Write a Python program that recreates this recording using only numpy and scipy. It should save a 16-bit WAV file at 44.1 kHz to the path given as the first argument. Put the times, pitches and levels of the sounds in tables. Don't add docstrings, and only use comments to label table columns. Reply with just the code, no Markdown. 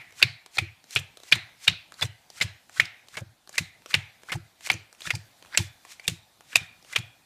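import sys
import numpy as np
from scipy import signal
from scipy.fft import rfft, irfft, next_fast_len
from scipy.io import wavfile
from scipy.ndimage import uniform_filter1d

SR = 44100
rng = np.random.default_rng(int(sys.argv[2]) if len(sys.argv) > 2 else 0)


def unload_wav(signal):
    wavfile.write(
        sys.argv[1],
        SR,
        np.round(np.clip(np.atleast_2d(signal).T, -1, 1) * 32767).astype(np.int16),
    )


def invert_db(x):
    u = np.asarray(x, float) / 20
    return 10 ** u


N = 319725
LEAD = 12288
SPAN = 2048

# start_s, peak_db, card_hz, crack_db, room_db
SNAPS = [(0.2264, 4.5, 2360, -35.5, -20.5), (0.5831, -8, 2330, -9, -18), (0.9603, -2.5, 2720, -23.5, -27.5),
         (1.323, 0.5, 2290, -15.5, -19), (1.6778, 0.5, 2770, -34, -19), (2.0204, -17, 3500, -1, -21),
         (2.411, -9.5, 2350, -41, -19), (2.7982, 0, 2157, -28, -19.5), (3.1687, -20.5, 2170, -5.5, -26),
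         (3.58, -6.5, 2360, -0.5, -21), (3.9405, -2, 2340, -40.5, -22), (4.3185, -16.5, 1830, -7, -30),
         (4.6996, -2, 2350, -40, -25.5), (5.1043, -10, 2120, -5.5, -25.5),
         (5.5737, -3.5, 2840, -0.5, -26.5), (6.0789, -8, 3500, 3, -25), (6.556, -2, 2660, -3, -20.5),
         (6.9603, -7.5, 2680, -8, -18)]
# peak_db, card_hz, crack_db, room_db
EARLIER_SNAP = (2, 2095.5, -29, -17)
EARLIER_SNAP_S = -0.14
# bend_hz, level_db, width_share
SECOND_BENDS = [(3500, -13.5, 0.42), (3500, -3.5, .3), (3300, -3, 0.33), (3200, -5.5, 0.26),
                (3050, -0.5, 0.38), (3670, 1, 0.17), (2010, -24, 0.13), (3250, 2, 0.54), (4260, -22, 0.12),
                (1590, 2, 0.22), (3790, -5.5, 0.59), (3130, -15, 0.42), (2580, -40, 0.63),
                (1240, -26, 0.22), (4520, -31, 0.25), (4130, -2, 0.92), (2830, 2.5, 0.354), (3470, -4, 0.2),
                (3130, -7, 0.024)]
# length_share, drag_db, second_blow_delay_s, second_blow_db
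RELEASES = [(.8, -17, .005, -9), (0.77, -18.5, 0.006, -11.5), (0.44, -6.5, 0.0033, -5),
            (0.2, -16, 0.0048, -11), (0.57, -10.5, 0.004, -8), (0.9, -9.5, .004, -10.5),
            (0.38, -1, 0.0036, 4.5), (0.7, 0.5, 0.0054, -4.5), (0.56, -20, 0.0043, -4.5),
            (0.43, -12, 0.0072, -22), (0.67, -8.5, .005, -16.5), (0.55, -13, 0.0058, -8),
            (0.62, -24, 0.02, -15.5), (0.69, -16, 0.0034, -9.5), (0.43, -13, 0.0028, -7.5),
            (0.48, -8.5, 0.0044, -14), (0.28, -13, 0.0047, -18), (0.76, -11, 0.0091, -11.5),
            (0.25, -17, .004, -0.5)]
# hump_hz, width_share, second_hz, second_db
TAIL_COLOURS = [(2070.0, 0.3, 3100.0, -18.5), (2240.0, 0.39, 4200, 1.5), (2410.0, 0.36, 3180, -14),
                (2410.0, 0.2, 780, -12.5), (2070.0, 0.42, 3900, -3), (2620, 0.5, 3960.0, 3),
                (1910, 0.4, 3000, 10), (2950, 0.36, 2070.0, 0), (2170, 0.51, 3600, -13.5),
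                (1550.0, 0.33, 1800, -5), (2120, 0.27, 3960, -1), (2240.0, 0.47, 3570, -4),
                (1380.0, 0.3, 2580.0, -5.5), (2410.0, 0.4, 4900, -23), (4820.0, 0.3, 2200, -8),
                (2410.0, 0.11, 3500, 5.5), (2580.0, 0.203, 3730, 7), (2410.0, 0.065, 3700, -1.5),
                (2450, 0.073, 3330, 2)]
# freq_hz, t60_s
ROOM_DECAY = [(300, 0.35), (1400, 0.53), (3700, 0.41), (7000, 0.24), (12000, 0.15)]
# start_s, peak_db, pitch_hz, half_length_s
PINGS = [(0.2272, -15.5, 1550, 0.0018), (0.2275, -8.5, 4600, 0.0016), (0.2285, -4, 2695, 0.0014),
         (0.2325, -10.5, 3620, 0.0012), (0.5847, -18, 3350, 0.0014), (0.5852, -24.5, 1380.0, 0.0017),
         (0.5857, -15, 2410.0, 0.0022), (0.9618, -22.5, 1450, 0.0017), (1.325, -13, 2410.0, 0.0034),
         (1.3265, -17.0, 4520.0, 0.0014), (1.33, -11.5, 3430, 0.002), (1.6802, -10, 2826, 0.003),
         (2.0249, -20.5, 3500, 0.0039), (2.4135, -13.5, 2060, 0.0022), (2.7996, -5.5, 1880, 0.0012),
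         (3.5824, -19.5, 2070, 0.0026), (3.943, -22.5, 4380, 0.0027), (5.1059, -18.5, 2660, 0.0013),
         (5.5748, -12, 7400, 0.0007), (5.5753, -11.5, 4530, 0.00098), (5.5763, -15.5, 2790, 0.0019),
         (6.5566, -19, 4950, 0.0014), (6.5576, -5, 2510, 0.0012), (6.9622, -16.5, 2450.0, 0.0028),
         (6.9627, -20, 3280, 0.0032)]
# start_s, peak_db,
# pitch_hz, half_length_s
CHIRPS = [(0.017, -40.5, 2170, 0.0035), (0.205, -36, 1500, 0.0018), (0.213, -35, 1930, 0.0016),
          (0.571, -39, 2070.0, 0.0048), (0.93, -40.0, 6200.0, 0.0017), (1.738, -45, 1510, 0.0028),
          (2.002, -54, 1590.0, 0.002), (2.026, -26, 4840, 0.0019), (2.054, -36, 5840, 0.0019),
          (2.4241, -22.5, 7400, 0.00098), (2.425, -32, 4520.0, 0.0023), (2.816, -27.5, 2410, 0.0042),
          (2.8565, -37, 5000, 0.0019), (3.1538, -42, 2075, 0.0055), (3.543, -42.5, 1700, 0.0038),
          (3.573, -34, 2250, 0.002), (3.865, -40, 5680.0, 0.00086), (3.9515, -33.0, 7350, 0.0012),
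          (4.289, -32.5, 1470, 0.0018), (4.308, -31, 2100, 0.002), (4.334, -40, 1950, 0.0034),
          (4.701, -29.0, 5020, 0.0015), (4.702, -32, 4520.0, 0.0012), (4.7245, -32, 2360, 0.0051),
          (4.733, -28.5, 6200.0, 0.001), (5.055, -36, 3480, 0.0019), (5.0558, -33, 1390, 0.0023),
          (5.069, -36, 3620, 0.0031), (5.07, -34, 2650, 0.0033), (5.1526, -31, 4820.0, 0.0023),
          (5.1553, -33, 2330, 0.0013), (5.539, -34, 1520, 0.0014), (5.553, -29, 2080, 0.003),
          (5.567, -32, 7700, 0.00083), (6, -43, 4570.0, 0.0013), (6.054, -40, 2360, 0.0031),
          (6.079, -12.5, 3600, 0.0006), (6.534, -38, 1680, 0.0045), (6.55, -40, 2460, 0.005),
          (6.56, -39, 2420, 0.0034), (6.935, -32, 2020, 0.0035), (6.977, -30, 2450, 0.0043)]
# start_s, peak_db, card_hz
TOUCHES = [(0.1077, -41, 1930), (0.124, -38, 2800), (0.462, -31.5, 3500), (0.8415, -38, 3600),
           (1.1724, -30, 3700), (1.2017, -37, 3500), (1.2346, -32.5, 3530), (1.9217, -30.5, 1480),
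           (2.3023, -31, 3830), (2.6959, -35, 1480), (3.073, -47.5, 1260), (3.0855, -34, 3630),
           (3.475, -31.5, 3670), (3.4932, -28, 6100), (3.8211, -43, 2070), (3.8606, -26, 2620),
           (4.22, -46.5, 2160), (4.2344, -33.5, 1770), (4.6086, -35.5, 2060), (4.928, -34.5, 4760),
           (4.949, -44.5, 2000), (5.4255, -33.5, 3000), (5.449, -37, 1590), (5.46, -39.5, 2490),
           (5.47, -43.5, 3300), (5.851, -34, 1220), (6.4083, -34, 1240), (6.8265, -42, 4120),
           (6.848, -38, 2160), (6.878, -52.5, 3500)]
# crack_db, low_db, t60_s, width_share
TOUCH_COLOUR = (-1.5, -6, .0085, .5)
# start_s, peak_db, card_hz, crack_db
SNAGS = [(0.9084, -34, 4100, 8.5), (1.9412, -31.5, 4130, -4), (2.772, -27, 1686, -15),
         (3.142, -31.5, 1590, -17), (3.529, -35.5, 4230, -0.5), (3.5564, -29, 2190, -1.5),
         (3.918, -28.5, 2100, -10.5), (4.297, -23, 2020, -28), (4.303, -22, 2000, -33),
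         (4.6716, -18, 2080, -3.5), (5.0063, -29, 2740, -1), (5.0192, -25, 3520, -10),
         (5.0734, -17.5, 1720, -19), (5.521, -39, 1600, -17), (5.5481, -17, 2040, -29.5),
         (5.9972, -26, 2170, -9.5), (6.0324, -45, 2290, -21.5), (6.5301, -25.5, 2520, -19),
         (6.9275, -27, 2080, 3)]
# low_db, t60_s, width_share
SNAG_COLOUR = (-16, .015, .26)
# start_s, peak_db, card_hz, crack_db
CATCHES = [(0.2186, -14.5, 2350, -16), (0.5713, -19, 4020, -24), (0.9523, -26, 4720, 11.5),
           (1.3163, -18, 4530, -10.5), (1.6712, -23, 2850, -13), (2.0117, -20, 3870, -6),
           (2.0187, -16.5, 2090, -26.5), (2.403, -26, 2510, 1), (3.5738, -34, 2180, -11.5),
           (3.9323, -25, 2170, -14), (4.6898, -25, 2830, -24), (5.097, -26, 2340, -10),
           (6.07, -35, 3050, -1), (6.952, -26.5, 2790, -24)]
# low_db, t60_s, width_share
CATCH_COLOUR = (-11, .017, .28)
# start_s, peak_db, card_hz, crack_db
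PATS = [(0.9675, -15.5, 2450, -6.5), (0.99, -21.5, 3060, -1.5), (1.3551, -20, 3200, -1.5),
        (1.705, -28.5, 2625, -16), (2.4241, -16, 4070, 2), (2.8549, -29.5, 4870, -12.5),
        (3.9506, -15, 2350, 2), (4.7157, -17, 4470, 2.5), (4.7396, -21, 6200, -21),
        (5.137, -29.5, 4800, -7.5), (5.1517, -30.5, 4700, 10.5), (5.157, -29.5, 2340, 2),
        (4.338, -26, 4350, -6), (6.0975, -28.5, 3500, 8), (6.9875, -24, 3330, -1)]
# low_db, t60_s, width_share
PAT_COLOUR = (-11.5, .017, .31)
# fastest_s, rise_s, hiss_db, body_db, body_hz
SLIDES = [(0.2, 0.022, -42.5, -43.5, 1590), (0.56, 0.017, -43.5, -59, 4210), (0.935, 0.019, -40, -55, 2040),
          (1.289, 0.039, -49, -47, 2240), (1.648, 0.02, -41, -47, 4000), (1.998, 0.017, -47.5, -39, 1550),
          (2.384, 0.029, -45.5, -43.5, 1745), (2.781, 0.03, -43, -35, 1704), (3.147, 0.029, -50, -51, 1607),
          (3.556, 0.02, -46.5, -41, 2094), (3.91, 0.013, -41, -35.5, 1808), (4.295, 0.021, -50, -40, 1550),
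          (4.664, 0.019, -37, -32, 2157), (5.072, 0.028, -38, -30.5, 2150),
          (5.55, 0.039, -54.5, -31.5, 1949), (5.921, 0.028, -44.5, -51.5, 2006),
          (6.046, 0.017, -55.5, -44.5, 2840), (6.532, 0.037, -49, -39, 2245),
          (6.934, 0.041, -46.5, -39.5, 1885)]
# fastest_s, fall_s, hiss_db, body_db, body_hz
SKIDS = [(0.248, 0.077, -56, -57, 3630), (0.615, 0.012, -51, -74, 2440), (0.991, 0.0043, -52, -41, 2810),
         (1.356, 0.0035, -36, -42, 3200), (1.699, 0.015, -63, -32, 2710), (2.054, 0.0097, -42.5, -41, 3300),
         (2.434, 0.0081, -36.5, -34.5, 3670), (2.856, 0.0039, -46, -43, 2126),
         (3.194, 0.0048, -49, -46, 2110), (3.603, 0.041, -46.5, -47.5, 2400),
         (3.964, 0.031, -73, -52, 3130), (4.34, 0.017, -49, -48.5, 2010), (4.739, 0.0032, -43, -45.5, 3670),
         (5.154, 0.0049, -41, -43, 4440), (5.594, 0.036, -37, -61, 2440), (6.101, 0.036, -44.5, -57, 3960),
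         (6.576, 0.053, -50, -42, 2280), (6.991, 0.004, -43, -46.5, 2410)]
# freq_hz, level_db_per_hz
HISS_SPECTRUM = [(410, -46.5), (700, -19), (1840, -7), (2080, -2.5), (2630, -5), (7390, -5.5), (14800, -21),
                 (16000, -29)]
# start_s, peak_db, knock_hz, t60_s
SLAPS = [(0.225, -32.5, 358, .03), (.961, -35.5, 422, 0.042), (6.08, -36.5, 485, 0.02),
         (.569, -42.5, 693, 0.009), (.584, -28.5, 796, .02), (3.213, -43.5, 577, 0.029),
         (4.352, -35, 844, 0.023), (4.699, -24.5, 767, .02), (5.136, -38, 830, .025),
         (5.574, -34, 607, 0.028), (5.595, -36.5, 875, 0.058), (6.556, -27.5, 655, 0.0094)]
# start_s, peak_db, knock_db, rebound_db
LANDINGS = [(0.256, -26, -37.5, -49), (0.6267, -26.5, -37, -33.5), (1.0005, -33, -45.5, -37),
            (1.367, -32, -31, -41), (1.69, -31, -31, -31.5), (2.051, -24.5, -38.5, -48),
            (2.4538, -27.5, -36, -38), (2.8296, -37.5, -41, -56), (3.224, -32, -40.5, -50.5),
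            (3.611, -34, -33.5, -35.5), (3.9736, -27, -34, -28), (4.359, -26, -26, -35.5),
            (4.7505, -32, -33.5, -40), (5.147, -26.5, -35, -42), (5.606, -21, -28, -31),
            (6.1226, -33, -36, -42), (6.619, -42, -41, -48), (6.9955, -29.5, -35, -61)]
# start_s, peak_db, knock_db
EARLIER_THUMP = (-.1, -27, -44)
# start_s, peak_db, knock_db
JOLTS = [(0.2357, -37, -44), (0.5943, -37.5, -36.5), (0.97, -30.5, -41), (1.3286, -44, -30.5),
         (1.3417, -35, -33), (1.7205, -53, -33), (2.03, -36, -31), (2.417, -42, -35.5),
         (2.798, -45.5, -30.5), (3.175, -49, -44), (3.946, -49, -29), (4.322, -54, -34.5),
         (4.715, -41.5, -33), (5.077, -50, -31.5), (5.167, -39, -38), (5.593, -35, -27), (6.0888, -36, -29),
         (6.577, -40, -43)]
# delay_s, signed_gain
TABLE_ECHOES = [
    (.034, 0.025),
    (.048, -.16),
    (.063, .05),
    (0.074, .08),
    (.1, 0.057),
]
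# mode_hz, level_db, t60_s
TABLE_MODES = [(165.6, 4, 0.08), (248, -4.5, 0.031), (336, -6.5, 0.081), (61, -14.5, 0.14),
               (45, -29.5, .15)]
# freq_hz, level_db_per_hz
AIR_SPECTRUM = [(15, -41), (25, -6), (102, 2.5), (344, -5.5), (405, -9.5), (754, -2), (1130, -9.5),
                (2410, -10.5), (2990, -12.5), (3620, -7.5), (5430, -12.5), (14400, -19), (16000, -26.5)]
# time_s, level_db
AIR_DRIFT = [(0, -1), (.5, -6), (1, -3), (1.499, -1.5), (2, -3), (2.501, -2.5), (3.002, -3.5),
             (3.401, -6.5), (3.8, -2.5), (4.199, -2), (4.549, -4), (5, -3.5), (5.399, 0), (5.8, -0.5),
             (6.3, -3.5), (6.799, -1.5), (7.25, -3)]
# freq_hz, level_db
MIC_TOP = [(14800, 0.5), (15300, -7), (15800, -27.5), (16400, -38), (16600, -99.5)]


def unit(x):
    return x / np.sqrt(np.mean(x ** 2) + 1e-20)


def top(x):
    return x / np.abs(x).max()


def along(points, hz):
    f, value = np.transpose(points)
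    return np.interp(np.log(hz + 1), np.log(f + 1), value)


def filtered(x, response):
    m = next_fast_len(len(x) + SPAN)
    return irfft(rfft(x, m) * response(np.fft.rfftfreq(m, 1 / SR)), m)[:len(x)]


def peak(f, hz, width_hz):
    return 1j * f * width_hz / (hz * hz - f * f + 1j * f * width_hz + 1e-9)


def patchy(x, depth_db):
    z = signal.stft(x, nperseg=512)[2]
    field = uniform_filter1d(rng.standard_normal(z.shape), size=5, axis=0)
    field = uniform_filter1d(field, size=7, axis=1)
    return signal.istft(z * invert_db(depth_db * unit(field)), nperseg=512)[1][:len(x)]


def silence():
    return np.zeros(N + LEAD + SR)


def add(track, s, sound):
    at = LEAD + round(s * SR)
    track[at:at + len(sound)] += sound


def contact(hz, crack_db, low_db, t60, second_hz, second_db, narrow, attack, broad_db, drag_db):
    t = np.arange(SPAN) / SR
    ring_noise, crack_noise, low_noise, grain = rng.standard_normal((4, SPAN))
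    crack_noise = crack_noise * invert_db(7.3 * unit(uniform_filter1d(grain, size=12)))

    def decay(t60_s, rise_s):
        return invert_db(-60 * t / t60_s) * (1 - np.exp(-t / rise_s)) ** 2

    def bend(f, centre):
        return peak(f, centre, centre * narrow) ** 2

    def card(f):
        return bend(f, hz) + invert_db(second_db) * bend(f, second_hz) + invert_db(broad_db) * peak(f, 2380, 1900) ** 2

    ring = filtered(ring_noise, card)
    ring = ring / np.abs(uniform_filter1d(ring ** 2, size=60)) ** 0.3
    blow = invert_db(-60 * (t / (0.7 * t60)) ** 1.4) * (1 - np.exp(-t / attack)) ** 2
    body = top(ring * (blow + invert_db(drag_db) * decay(0.065, 0.0025)))
    spikes = decay(1.9 * t60, 0.0002) + 1.6 * decay(0.005, 0.0001) + invert_db(-31) * decay(0.22, 0.002)
    crack = top(filtered(crack_noise * spikes, lambda f: peak(f, 6900, 5200) ** 2))
    low = top(filtered(low_noise * decay(1.5 * t60, attack), lambda f: peak(f, 618, 950) ** 2))
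    return body + invert_db(crack_db) * crack + invert_db(low_db) * low


def room_tail():
    hz, t, z = signal.stft(rng.standard_normal(SR // 2), SR, nperseg=256)
    tail = signal.istft(z * invert_db(-60 * t / along(ROOM_DECAY, hz)[:, None]), SR, nperseg=256)[1]
    t = np.arange(len(tail)) / SR
    tail *= np.clip(t / 0.0044, 0, 1)
    tail *= 1 - 0.39 * np.exp(-(t / 0.025) ** 2 / 2)
    tail *= 1 + 0.16 * np.exp(-0.5 * ((t - 0.047) / 0.026) ** 2)
    return tail / np.linalg.norm(tail)


def tail_colour(f, hz, narrow, second_hz, second_db):
    def hump(centre, width_hz):
        return np.abs(peak(f, centre, width_hz)) ** 4

    power = hump(hz, narrow * hz) + 0.47 * hump(hz, 230)
    power = power + invert_db(2 * second_db) * hump(second_hz, narrow * hz)
    power = power + invert_db(2 * -9.5) * hump(2400, 2600)
    power = power + invert_db(2 * -19.5) * hump(6500, 7700)
    power = power + invert_db(2 * -20) * (hump(700, 800) + 7 * hump(720, 130))
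    return np.sqrt(power)


def snaps():
    track, walls = silence(), silence()
    f = np.fft.rfftfreq(SPAN, 1 / SR)
    rows = [(EARLIER_SNAP_S, *EARLIER_SNAP), *SNAPS]
    for snap, bend, colour, release in zip(rows, SECOND_BENDS, TAIL_COLOURS, RELEASES):
        s, db, hz, crack_db, room_db = snap
        share, drag_db, delay_s, again_db = release
        t60 = share * 0.024 * np.exp(-0.1023 * db)
        low_db = -26 - 0.86 * db
        first, second = (contact(hz, crack_db - less_db, low_db, t60, *bend, attack=0.00094,
                                 broad_db=-5, drag_db=drag_db) for less_db in (0, 4))
        add(track, s, invert_db(db - 4) * first)
        add(track, s + delay_s, invert_db(db - 5.5 + again_db) * second)
        gain = invert_db(db - 3 + room_db) * np.linalg.norm(first)
        gain /= np.sqrt(np.mean(tail_colour(f, *colour) ** 2))
        add(walls, s, gain * filtered(room_tail(), lambda f: tail_colour(f, *colour)))
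    return track + patchy(walls, depth_db=1.6)


def pings():
    track, t = silence(), np.arange(-SPAN // 2, SPAN // 2) / SR
    glide_per_s = 5.5
    for s, db, hz, half_s in [*PINGS, *CHIRPS]:
        grain = unit(uniform_filter1d(rng.standard_normal(SPAN), size=50))
        turn = 2 * np.pi * (hz * (t + glide_per_s * t * t / 2) + rng.random())
        turn = turn + 200 * half_s * grain
        swell = np.exp(-0.5 * (t / (half_s * np.where(t < 0, 0.75, 1.2))) ** 2)
        add(track, s + t[0], invert_db(db - 1 + 730 * half_s * grain[::-1]) * np.cos(turn) * swell)
    return track


def ticks():
    track = silence()
    kinds = [(TOUCHES, TOUCH_COLOUR), (SNAGS, SNAG_COLOUR), (CATCHES, CATCH_COLOUR), (PATS, PAT_COLOUR)]
    for rows, (*kind, narrow) in kinds:
        for s, db, *card in rows:
            click = contact(*card, *kind, second_hz=1730, second_db=-7, narrow=narrow,
                            attack=0.00025, broad_db=-15, drag_db=-19)
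            add(track, s - 0.0006, invert_db(db - 5) * click)
    return track


def rubs():
    track, t = silence(), np.arange(-2 * SPAN, 2 * SPAN) / SR
    slide_fall_s, skid_rise_s = 0.016, 0.0075
    strokes = [(s, rise, slide_fall_s, *rest) for s, rise, *rest in SLIDES]
    strokes += [(s, skid_rise_s, *rest) for s, *rest in SKIDS]
    for s, rise, fall, hiss_db, body_db, hz in strokes:
        hiss_noise, b, c, grain = rng.standard_normal((4, len(t)))
        speed_db = -8 * np.abs(t / np.where(t < 0, rise, fall))
        rough = invert_db(0.73 * unit(uniform_filter1d(grain, size=40)))
        hiss = unit(filtered(hiss_noise * rough, lambda f: invert_db(along(HISS_SPECTRUM, f))))
        turn = 2 * np.pi * np.cumsum(hz * np.exp(8 * np.clip(t, -0.018, 0.02))) / SR
        b, c = (filtered(v, lambda f: 1 / (1 + (f / (0.3 * hz)) ** 4)) for v in (b, c))
        slow = uniform_filter1d(uniform_filter1d(grain[::-1], size=110), size=110)
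        lumps = invert_db(3 * unit(slow))
        bending = b * np.cos(turn) + c * np.sin(turn)
        overtones = c * np.cos(2.6 * turn) - b * np.sin(2.1 * turn)
        body = unit(rough * lumps * (bending + 0.5 * overtones))
        stroke = invert_db(hiss_db - 0.7 + speed_db) * hiss + invert_db(body_db - 4.5 + 3 * speed_db) * body
        add(track, s + t[0], stroke)
    return track


def slaps():
    track, t = silence(), np.arange(SPAN) / SR
    for s, db, hz, t60 in SLAPS:
        puff = rng.standard_normal(SPAN) * invert_db(-60 * t / t60) * (1 - np.exp(-t / 0.00055))
        add(track, s, invert_db(db) * top(filtered(puff, lambda f: peak(f, hz, 0.21 * hz) ** 2)))
    return track


def table():
    track, t = silence(), np.arange(-SPAN // 2, 7 * SPAN // 2) / SR
    swing_hz, swing_scatter, echo_scatter = 113.5, 0.02, 0.21
    rebound_s, rebound_knock_db = 0.0125, -5.5

    def swing(u, pitch_hz):
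        return np.cos(2 * np.pi * pitch_hz * u) * np.exp(-0.5 * (u / np.where(u < 0, 0.007, 0.0095)) ** 2)

    mode_hz, level_db, t60 = np.transpose(TABLE_MODES)[:, :, None]
    since = np.clip(t + 0.0053, 0, None)
    rebounds = [(s + rebound_s, db, knock_db + rebound_knock_db) for s, _, knock_db, db in LANDINGS]
    for s, db, knock_db, *_ in [EARLIER_THUMP, *LANDINGS, *rebounds, *JOLTS]:
        scatter, phase = rng.standard_normal((2, len(TABLE_MODES), 1))
        shift, *uneven = rng.standard_normal(1 + len(TABLE_ECHOES))
        pitch_hz = swing_hz * np.exp(swing_scatter * shift)
        thump = swing(t, pitch_hz)
        for (delay_s, gain), u in zip(TABLE_ECHOES, uneven):
            thump = thump + gain * (1 + echo_scatter * u) * swing(t - delay_s, pitch_hz)
        modes = np.sin(2 * np.pi * mode_hz * since + 3 * phase)
        modes = modes * invert_db(level_db + 3.3 * scatter - 60 * since / t60)
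        knock = modes.sum(0) * (1 - np.exp(-since / 0.0044))
        add(track, s + t[0], invert_db(db) * thump + invert_db(knock_db - 3.5) * knock)
    return track


def air():
    drift_db = np.interp(np.arange(N) / SR, *np.transpose(AIR_DRIFT))
    noise = patchy(rng.standard_normal(N), depth_db=2)
    noise = filtered(noise, lambda f: invert_db(along(AIR_SPECTRUM, f)) * f / (f + 40))
    return invert_db(-60 + drift_db) * unit(noise)


def scene():
    def near(f):
        reflection = 1 + 0.038 * np.exp(-2j * np.pi * f * 0.0029)
        return reflection * (1 + 0.26 * peak(f, 2450, 160))

    small = ticks() + rubs()
    echo = invert_db(-13.5) * signal.fftconvolve(small, room_tail())[:len(small)]
    cards = filtered(snaps() + small + echo + slaps() + pings(), near)
    return ((cards + table())[LEAD:LEAD + N] + air())[None]


def band_limit(x):
    return signal.sosfilt(signal.butter(12, 16500, fs=SR, output="sos"), x)


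def record(dry):
    ceiling = 0.88
    x = dry[0] / (1 + np.abs(dry[0] / ceiling) ** 16) ** (1 / 16)
    x = filtered(x, lambda f: invert_db(along(MIC_TOP, f)))
    return band_limit(x[None])


dry = scene()
out = record(dry)
unload_wav(out)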